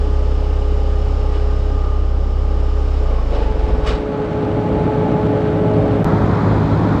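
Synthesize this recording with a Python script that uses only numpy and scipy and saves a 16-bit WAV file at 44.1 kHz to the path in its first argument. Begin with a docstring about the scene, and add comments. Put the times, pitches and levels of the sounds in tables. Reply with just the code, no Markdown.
"""Road roller on gravel

A roller's vibrating drum pounds a gravel lane and rattles its steel panels. The drum runs down with
gritty scrapes, and the three-cylinder diesel and its whining hydraulic drive grow louder over crunching
stones. Near the end, with a click, the listener jumps from the front to behind the driver's seat."""
import sys
import numpy as np
from scipy import signal
from scipy.fft import rfft, irfft, next_fast_len
from scipy.io import wavfile
from scipy.ndimage import uniform_filter1d, minimum_filter1d, map_coordinates

SR = 44100
rng = np.random.default_rng(int(sys.argv[2]) if len(sys.argv) > 2 else 0)


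def unload_wav(signal):
    """Save mono or channel-first audio to the path in sys.argv[1] as 16-bit WAV at rate SR, clipped to [-1, 1]."""
    wavfile.write(
        sys.argv[1],
        SR,
        np.round(np.clip(np.atleast_2d(signal).T, -1, 1) * 32767).astype(np.int16),
    )


N = 308700

# The engine's hum notes: cycles_per_crank_turn, front_level_db (relative), seat_level_db
ENGINE_TONES = [(1.5, -16, -38), (3, -7.5, -19), (4.5, -11, -25.5), (6, -18.5, -32), (7, -16.5, -40),
                (8, -9.5, -26), (9, -12, -34), (14, -20, -46), (16, -16.5, -39), (17, -22, -49.5)]
CYLINDERS, PUMP_PULSES = 3, 12  # the pump pulses this often in each turn of the engine's crank
DRUM_HZ, DRIVE_OFF_S, REST_S = 32.78, 2.97, 3.93  # the drum's weight spins, coasts, then comes to rest
LEAVE_FRONT_S, REACH_SEAT_S = 6.038, 6.051
LULL = (2.19, 0.44, -3)  # clatter, panels and pump ease off together: middle_s, half_length_s, change_db


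def drum(turns):
    """An off-centre weight pushes the drum into the ground once a turn, and the springy frame rebounds."""
    # How strongly the frame answers a push: pitch_hz, level_db
    frame_response = [(17, -14.5), (24, -4), (30, 2.5), (33, 0), (48, 3.5), (66, 5), (77, 3), (88, -8.5),
                      (98, -4), (131, -16)]
    hz, db = np.transpose(frame_response)
    speed, settled = drum_speed(), 1 - shaking()
    overtone_drop_db = 4.5 * speed / DRUM_HZ  # slower thumps are sharper
    push = np.zeros(N)
    for k in range(5):
        uneven_db = 0.25 + k * (0.7 - 0.22 * shaking())  # the bouncing grows uneven as it slows
        size_db = np.interp((k + 1) * speed, hz, db) - k * overtone_drop_db + uneven_db * wobble(14)
        push -= amp(size_db) * np.cos(2 * np.pi * (k + 1) * turns + 0.5 + 0.36 * settled)
    return push * amp(-15 - 1.6 * settled + rest_db())


def drum_speed():
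    """The weight's turns per second: steady until the drive is cut, then friction slows it."""
    return DRUM_HZ * np.exp(-np.maximum(clock() - DRIVE_OFF_S, 0) / 1.63)


def shaking():
    """How hard the drum shakes the machine, from 1 down to 0 as it stops."""
    return np.interp(clock(), [DRIVE_OFF_S, REST_S], [1, 0])


def rest_db():
    """The shaking dies by 118 dB a second as the weight comes to rest."""
    return -118 * np.maximum(clock() - REST_S, 0)


def frame_boom():
    """As the thumps slow, the frame swings on its rubber mounts at its own pitch, 52 Hz."""
    # The frame's swings: peak_s, level_db, rise_s, fall_s
    swings = [(3.53, -24, .06, .05), (3.71, -17.5, .06, .06)]
    gain = sum(amp(db) * burst(s, rise, fall) for s, db, rise, fall in swings)
    return gain * tone(52 * clock(), multiple=1, drift=0.24, flutter_db=2.5)


def panels(turns):
    """Each thump rattles the panels and booms the hood; slower shaking gives less rattle, more boom."""
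    # The rattling steel: pitch_hz, level_db
    rattle_colour = [(880, -15), (1500, -4), (1860, -9.5), (2150, -12.5), (2500, -6.5), (3000, -2.5),
                     (3450, -7), (4200, -9.5), (5200, -6), (5950, -14.5), (7200, -16), (8000, -23.5),
                     (8600, -22.5), (10600, -34.5), (12600, -38), (15600, -69), (22000, -120)]
    # The booming engine hood: pitch_hz, level_db
    hood_colour = [(140, -24), (220, -8.5), (290, 4), (380, -4), (450, -10.5), (510, -6), (660, -10.5),
                   (740, -9), (900, -12.5), (1100, -18.5), (1400, -25.5)]
    jolts = recurring(turns, repeat=.1) * throb(turns, depth_db=0.84, lag=.1)
    rattle = unit(panel_ring(coloured(jolts, rattle_colour), ring_db=-4.5))
    hood = coloured(recurring(turns, repeat=0.23) * throb(turns, depth_db=-3.5, lag=0.89), hood_colour)
    slowing = 1 - drum_speed() / DRUM_HZ
    shaken = amp(-46.5 - 9 * slowing) * rattle + amp(-35 + 12 * slowing) * hood
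    return shaken * amp(swell(*LULL) + rest_db())


def loose_panel(turns):
    """The drum's high overtones ring a loose panel; its two notes keep their pitch and fade as it slows."""
    # The notes: pitch_hz, width_hz, level_db, fade_below_drum_hz, swell_s, half_length_s, swell_db
    notes = [(1200, 30, -44, 29.0, 1.87, .11, 8), (1088, 44, -53.5, 27.3, 3.17, .12, 14)]
    overtones = unit(sum(tone(turns, k, drift=.32, flutter_db=1.4) for k in range(30, 43)))
    out = np.zeros(N)
    for hz, width, db, fade_below_hz, *swelling in notes:
        note = filtered(overtones, lambda f: resonance(f, hz, width))
        note /= np.std(note[clock() < DRIVE_OFF_S])
        fast_enough = (1 + np.tanh(drum_speed() - fade_below_hz)) / 2
        out += amp(db + swell(*swelling)) * fast_enough * note
    return out


def engine_front(crank):
    """From the front, burning fuel makes the exhaust roar and hum and the engine block clatter."""
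    # The exhaust's roar: pitch_hz, level_db
    exhaust_colour = [(18, -41), (30, -19), (62, 0), (93, -4), (160, 0), (226, -5), (302, -3.5), (366, -9),
                      (419, -11), (475, -14), (567, -11.5), (697, -16), (800, -15), (1040, -42.5),
                      (1760, -120)]
    # The block's clatter: pitch_hz, level_db
    clatter_colour = [(260, -26), (450, -1), (505, 3.5), (566, -3), (600, -4), (645, -7), (713, -2.5),
                      (860, -5.5), (924, -8), (1340, -11), (1850, -17.5), (2400, -22.5), (3600, -28.5),
                      (5000, -39.5), (5900, -45), (7400, -46.5), (8800, -51), (11000, -62), (13000, -60),
                      (14500, -75)]
    roar = amp(1.5) * coloured(combustion(crank, repeat=0.15, pulse_db=2.6), exhaust_colour)
    hum_db = swell(5.9, .45, 6.8)  # only the note at twice the firing rate swells
    hum = sum(amp(db + hum_db * (k == CYLINDERS)) * tone(crank, k, drift=.45, flutter_db=1.5)
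              for k, db, _ in ENGINE_TONES)
    knocks = sheet_metal(combustion(crank, repeat=0.19, pulse_db=-0.1), ring_db=-9, ring_s=0.093)
    exhaust_db = ease_up(3, 5, first_db=-35.5, gained_db=16)
    clatter_db = ease_up(2.5, 5.5, first_db=-35, gained_db=8.5) + swell(*LULL)
    return amp(exhaust_db) * (roar + hum) + amp(clatter_db) * coloured(knocks, clatter_colour)


def engine_seat(crank):
    """Behind the seat the exhaust drones deeply, cooling air hisses and the pump's whine sinks away."""
    # The exhaust's drone: pitch_hz, level_db
    drone_colour = [(18, -43), (30, -20), (50, -9), (72, -3), (95, -7), (128, -8.5), (168, -5), (225, -5.5),
                    (262, -10.5), (310, -9.5), (372, -10.5), (415, -15.5), (464, -15), (660, -16),
                    (839, -17.5), (1310, -22.5), (2500, -39.5), (3250, -71), (5500, -120)]
    # The cooling air: pitch_hz, level_db
    air_colour = [(1200, -29), (2200, -7), (3000, -2), (3700, 0), (5000, -8.5), (6000, -15), (7000, -16.5),
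                  (9000, -25.5), (11300, -36), (12800, -28), (14400, -38)]
    drone = coloured(combustion(crank, repeat=0.16, pulse_db=0), drone_colour)
    air = sheet_metal(combustion(crank, repeat=.12, pulse_db=0.8), ring_db=-17, ring_s=.1)
    hiss = amp(-45) * coloured(air, air_colour)
    hum = sum(amp(db) * tone(crank, k, drift=0.2, flutter_db=2.2) for k, _, db in ENGINE_TONES)
    whine = tone(crank, PUMP_PULSES, drift=0.21, flutter_db=1)
    whine_db = -25 - 6.5 * np.maximum(clock() - REACH_SEAT_S, 0)
    return amp(-16.3 + 0.74 * wobble(7)) * drone + hiss + hum + amp(whine_db) * whine


def combustion(crank, repeat, pulse_db):
    """Noise that pulses as the cylinders fire, each one once in two crank turns."""
    return recurring(crank / 2, repeat, size=2400) * throb(crank * CYLINDERS / 2, pulse_db)


def pump(crank, turns):
    """The hydraulic pump whines, with a rougher note an octave up; the drum's shaking makes both throb."""
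    # Quick swells and dips of the upper note: middle_s, half_length_s, change_db
    surges = [(4.41, .04, 4), (4.65, .025, 7), (4.715, .02, -8), (4.775, .028, 8), (4.825, .015, -8),
              (4.88, .025, 8), (5.01, .04, 4), (5.1, .018, -10), (5.16, .035, 5)]
    whine_db = ease_up(3, 4.5, first_db=-33, gained_db=9) + swell(3.2, .1, -8) + swell(5.55, .5, 3.2)
    octave_db = ease_up(3, 4, first_db=-44, gained_db=7) + swell(5.14, 0.63, 4.7)
    octave_db += sum(swell(*surge) for surge in surges)
    whine = tone(crank, PUMP_PULSES, drift=.16, flutter_db=1.2) * amp(1.1 * wobble(60))
    whine *= throb(turns, 1.8 * shaking(), lag=0.23)
    octave = tone(crank, 2 * PUMP_PULSES, drift=1.1, flutter_db=0) * throb(turns, 5 * shaking(), lag=0.78)
    octave = unit(octave * amp(3 * wobble(45)))
    # The shaking splits off one more note just below the octave.
    side_note = tone(2 * PUMP_PULSES * crank - turns, multiple=1, drift=.7, flutter_db=3) * shaking()
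    return (whine * amp(whine_db) + octave * amp(octave_db) + side_note * amp(-46.5)) * amp(swell(*LULL))


def motor():
    """The drive motor's rough whine sets in as the drum coasts, sags, and beats against the pump's octave."""
    # The course of the whine: time_s, pitch_hz, level_db
    whine_path = [(3.3, 899.4, -60), (3.46, 874, -36), (3.6, 859, -40), (4.3, 854.3, -43.5),
                  (4.9, 867.5, -41), (5.7, 857.4, -40.5), (6.0, 842, -50)]
    hz, db = curves(whine_path)
    whine = tone(np.cumsum(hz) / SR, multiple=1, drift=1.13, flutter_db=1)
    return amp(db) * unit(whine * amp(2.5 * wobble(60)))


def gear(crank):
    """A gear sings at 18 times the crank's speed and grows louder with the engine."""
    level_db = ease_up(3.5, 5, first_db=-49.5, gained_db=13) + swell(5.75, 0.14, 10.2)
    return amp(level_db) * tone(crank, multiple=18, drift=.5, flutter_db=2)


def gravel():
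    """Once the drum stops bouncing it stays on the ground and crunches steadily through the gravel."""
    # Gravel under the smooth drum: pitch_hz, level_db
    crunch_colour = [(700, -6), (1000, 3.5), (1400, 0.5), (1750, -4.5), (2100, -7), (2800, -9), (3600, -14),
                     (4200, -15), (5000, -21), (6500, -27), (8500, -34), (11000, -48), (14000, -64.5)]
    grains = coloured(noise() * amp(2.2 * wobble(400)), crunch_colour)
    return amp(ease_up(3.5, 4.15, first_db=-56, gained_db=16.8) + .7 * wobble(12)) * grains


def scrapes():
    """Grit dragged under the steel hisses in short swells that ring the panels, over a low grinding."""
    # Each scrape: peak_s, hiss_db (relative), grind_db, rise_s, fall_s
    drags = [(1.348, -39, -35, 0.032, 0.055), (2.96, -47.5, -42, 0.089, .1),
             (3.12, -51, -33.5, 0.04, 0.068), (3.345, -36, -25.5, 0.035, .11),
             (3.425, -45, -34, 0.012, 0.04), (3.595, -42.5, -36, .008, 0.076), (3.7, -43, -30, 0.036, 0.04),
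             (3.872, -27, -30.5, 0.01, 0.04), (3.905, -32, -30, 0.038, 0.06)]
    # The hissing grit: pitch_hz, level_db
    grit_colour = [(530, -35.5), (900, -18), (1120, -3), (1540, -9), (3010, -14.5), (4600, -19),
                   (5340, -23.5), (5900, -27.5), (7400, -34.5), (8600, -36.5), (10500, -55), (14000, -68.5)]
    # Crushed stone heard through the drum: pitch_hz, level_db
    grind_colour = [(280, -13), (450, 4), (650, -3.5), (900, -12.5), (1500, -25.5)]
    grains = coloured(noise() * amp(2.1 * wobble(500)), grit_colour)
    hiss = sum(amp(db) * burst(s, rise, fall) for s, db, _, rise, fall in drags)
    grind = sum(amp(db) * burst(s, rise, fall) for s, _, db, rise, fall in drags)
    return amp(-2) * panel_ring(hiss * grains, ring_db=2) + grind * coloured(noise(), grind_colour)


def grit_spit():
    """A sharp spit of hiss as the drum stops; it rings briefly in the panels."""
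    # The bright edge of a scrape: pitch_hz, level_db
    spit_colour = [(2200, -8.5), (4500, 1), (8000, -5.5), (10500, -26), (13500, -27), (14500, -32)]
    hiss = burst(3.87, rise_s=.005, fall_s=.035) * coloured(noise(), spit_colour)
    return amp(-39.5) * panel_ring(hiss, ring_db=-3.5)


def click():
    """One abrupt blip, about one cycle of 596 Hz, in the gap as the listener changes place."""
    age = clock() - 6.0441
    return amp(-13) * np.cos(2 * np.pi * 596 * age - .9) * (age >= 0) * (age < 0.0018)


def knock():
    """A soft, low bump of the bodywork behind the seat."""
    # The dull bump: pitch_hz, level_db
    bump_colour = [(170, -20), (240, -2), (295, 1), (380, -14), (600, -31)]
    return swell(6.835, .03, amp(-21)) * coloured(noise(), bump_colour)


def squeak():
    """A brief chirp of metal on metal, near 5350 Hz."""
    return swell(6.353, .007, amp(-47.5)) * np.sin(2 * np.pi * 5350 * clock() + 1.2 * wobble(500))


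def pings():
    """Tiny, very high ticks, like chips of stone flicked against steel."""
    # Each tick: peak_s, level_db
    ticks = [(2.973, -71), (5.236, -69), (5.325, -70), (6.016, -61)]
    # The thin sound of a tick: pitch_hz, level_db
    tick_colour = [(6000, -24), (11000, -14), (12500, 0), (13600, -8), (14500, -24)]
    gain = sum(amp(db) * burst(s, rise_s=.004, fall_s=.007) for s, db in ticks)
    return gain * coloured(noise(), tick_colour)


def faint_hiss():
    """A steady hiss far behind everything else."""
    # The high hiss: pitch_hz, level_db
    hiss_colour = [(2000, 0), (9000, 3), (11200, -3.5), (13000, -0.5), (14500, -12)]
    return amp(-80.5) * coloured(noise(), hiss_colour)


def panel_ring(x, ring_db):
    """Add the ringing of the steel panels to a sound."""
    # The panels' own notes: pitch_hz, width_hz, level_db (relative)
    notes = [(1115, 48, 0.5), (2430, 60, -5), (2680, 40, -9), (2933, 24, 8), (3780, 120, -2.5),
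             (4500, 55, -5.5), (4750, 66, -7.5), (5300, 40, 1.5), (7320, 90, -5), (7870, 56, 1)]
    ring = lambda f: sum(amp(db) * resonance(f, hz, width) for hz, width, db in notes)
    return filtered(x, lambda f: 1 + amp(ring_db) * ring(f))


def sheet_metal(x, ring_db, ring_s, size=4096):
    """Sheet metal adds a faint ring of many notes, which falls by 60 dB in ring_s."""
    tail = rng.standard_normal(size) * amp(-60 * np.arange(size) / SR / ring_s)
    return x + amp(ring_db) * signal.fftconvolve(x, tail / np.linalg.norm(tail))[:N]


def resonance(f, hz, width):
    """How a part that rings at hz answers shaking at the pitches f."""
    return 1j * f * width / (hz ** 2 - f ** 2 + 1j * f * width)


def tone(turns, multiple, drift, flutter_db):
    """A slightly unsteady note at a multiple of a shaft's speed, at strength 1."""
    phase = 2 * np.pi * (multiple * turns + rng.random()) + drift * wobble(9)
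    return unit(np.sin(phase) * amp(flutter_db * wobble(14)))


def throb(turns, depth_db, lag=0):
    """A gain that swells once a turn and keeps the average power the same."""
    depth = depth_db * np.log(10) / 20
    return np.exp(depth * np.cos(2 * np.pi * (turns - lag))) / np.sqrt(np.i0(2 * depth))


def recurring(turns, repeat, size=1200):
    """Noise of which a share (repeat, 0 to 1) comes back alike every turn."""
    cycle = map_coordinates(rng.standard_normal(size), [turns % 1 * size], mode="grid-wrap")
    return np.sqrt(repeat) * cycle + np.sqrt(1 - repeat) * noise()


def swell(middle_s, half_length_s, height):
    """A smooth hump in time, or a dip if the height is negative."""
    return height * np.exp(-((clock() - middle_s) / half_length_s) ** 2)


def burst(peak_s, rise_s, fall_s):
    """A gain that climbs to 1 and dies away."""
    age = clock() - peak_s
    return np.exp(-np.where(age < 0, -age / rise_s, age / fall_s))


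def ease_up(start_s, end_s, first_db, gained_db):
    """A level in dB that rises smoothly between two times."""
    share = np.clip((clock() - start_s) / (end_s - start_s), 0, 1)
    return first_db + gained_db * np.sin(np.pi / 2 * share) ** 2


def coloured(x, colour):
    """Shape a sound by (pitch_hz, level_db) points, fading steeply beyond them, at strength 1."""
    f, db = np.transpose(colour)
    edges = lambda hz: 1 / np.sqrt((1 + (f[0] / 2 / (hz + 1)) ** 8) * (1 + (hz / 2 / f[-1]) ** 8))
    return unit(filtered(x, lambda hz: amp(np.interp(np.log(hz + 1), np.log(f), db)) * edges(hz)))


def filtered(x, response):
    """Turn each pitch in a sound up or down by response(hz)."""
    size = next_fast_len(N + 8192)
    return irfft(rfft(x, size) * response(np.fft.rfftfreq(size, 1 / SR)), size)[:N]


def wobble(rate):
    """A smooth random curve through rate points a second."""
    return map_coordinates(rng.standard_normal(int(N * rate / SR) + 4), [clock() * rate])


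def curves(rows):
    """One value per sample for each column after the time."""
    times, *columns = np.transpose(rows)
    return [np.interp(clock(), times, column) for column in columns]


def noise():
    """Fresh white noise."""
    return rng.standard_normal(N)


def amp(db):
    """Decibels to gain."""
    return 10 ** (np.asarray(db) / 20)


def unit(x):
    """Scale a sound to an average strength (rms) of 1."""
    return x / np.sqrt(np.mean(x ** 2) + 1e-20)


def clock():
    """The time of every sample, in seconds."""
    return np.arange(N) / SR


def scene():
    """Two shafts set the pace, the engine's crank and the drum's weight; heard from the front, then the seat."""
    # The pump follows the engine, which speeds up when the drum's load comes off: time_s, pitch_hz
    pump_pitch = [(0.0, 418.7), (2.3, 416.7), (2.93, 418), (3.2, 432.2), (3.35, 430.4), (3.65, 428.2),
                  (3.97, 426.1), (4.55, 422.8), (4.95, 428), (5.3, 425.7), (6.0, 421.3), (7.0, 418.8)]
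    crank = np.cumsum(curves(pump_pitch)[0]) / SR / PUMP_PULSES  # crank turns so far
    turns = np.cumsum(drum_speed()) / SR - .42  # turns of the weight so far
    front = engine_front(crank) + pump(crank, turns) + motor() + gear(crank)
    front += drum(turns) + frame_boom() + panels(turns) + loose_panel(turns)
    front += gravel() + scrapes() + grit_spit() + pings()
    seat = engine_seat(crank) + squeak() + knock()
    at_front, at_seat = clock() < LEAVE_FRONT_S, clock() > REACH_SEAT_S
    mix = at_front * front + at_seat * seat + faint_hiss()
    # Fade for 1 ms on each side of the short gap between the two places.
    fades = uniform_filter1d(minimum_filter1d((at_front | at_seat) * 1., size=45), size=45)
    return (mix * fades + click())[None]


def record(dry):
    """Cut away everything above 14700 Hz."""
    return filtered(dry[0], lambda hz: hz < 14700)[None]


dry = scene()
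out = record(dry)
unload_wav(out)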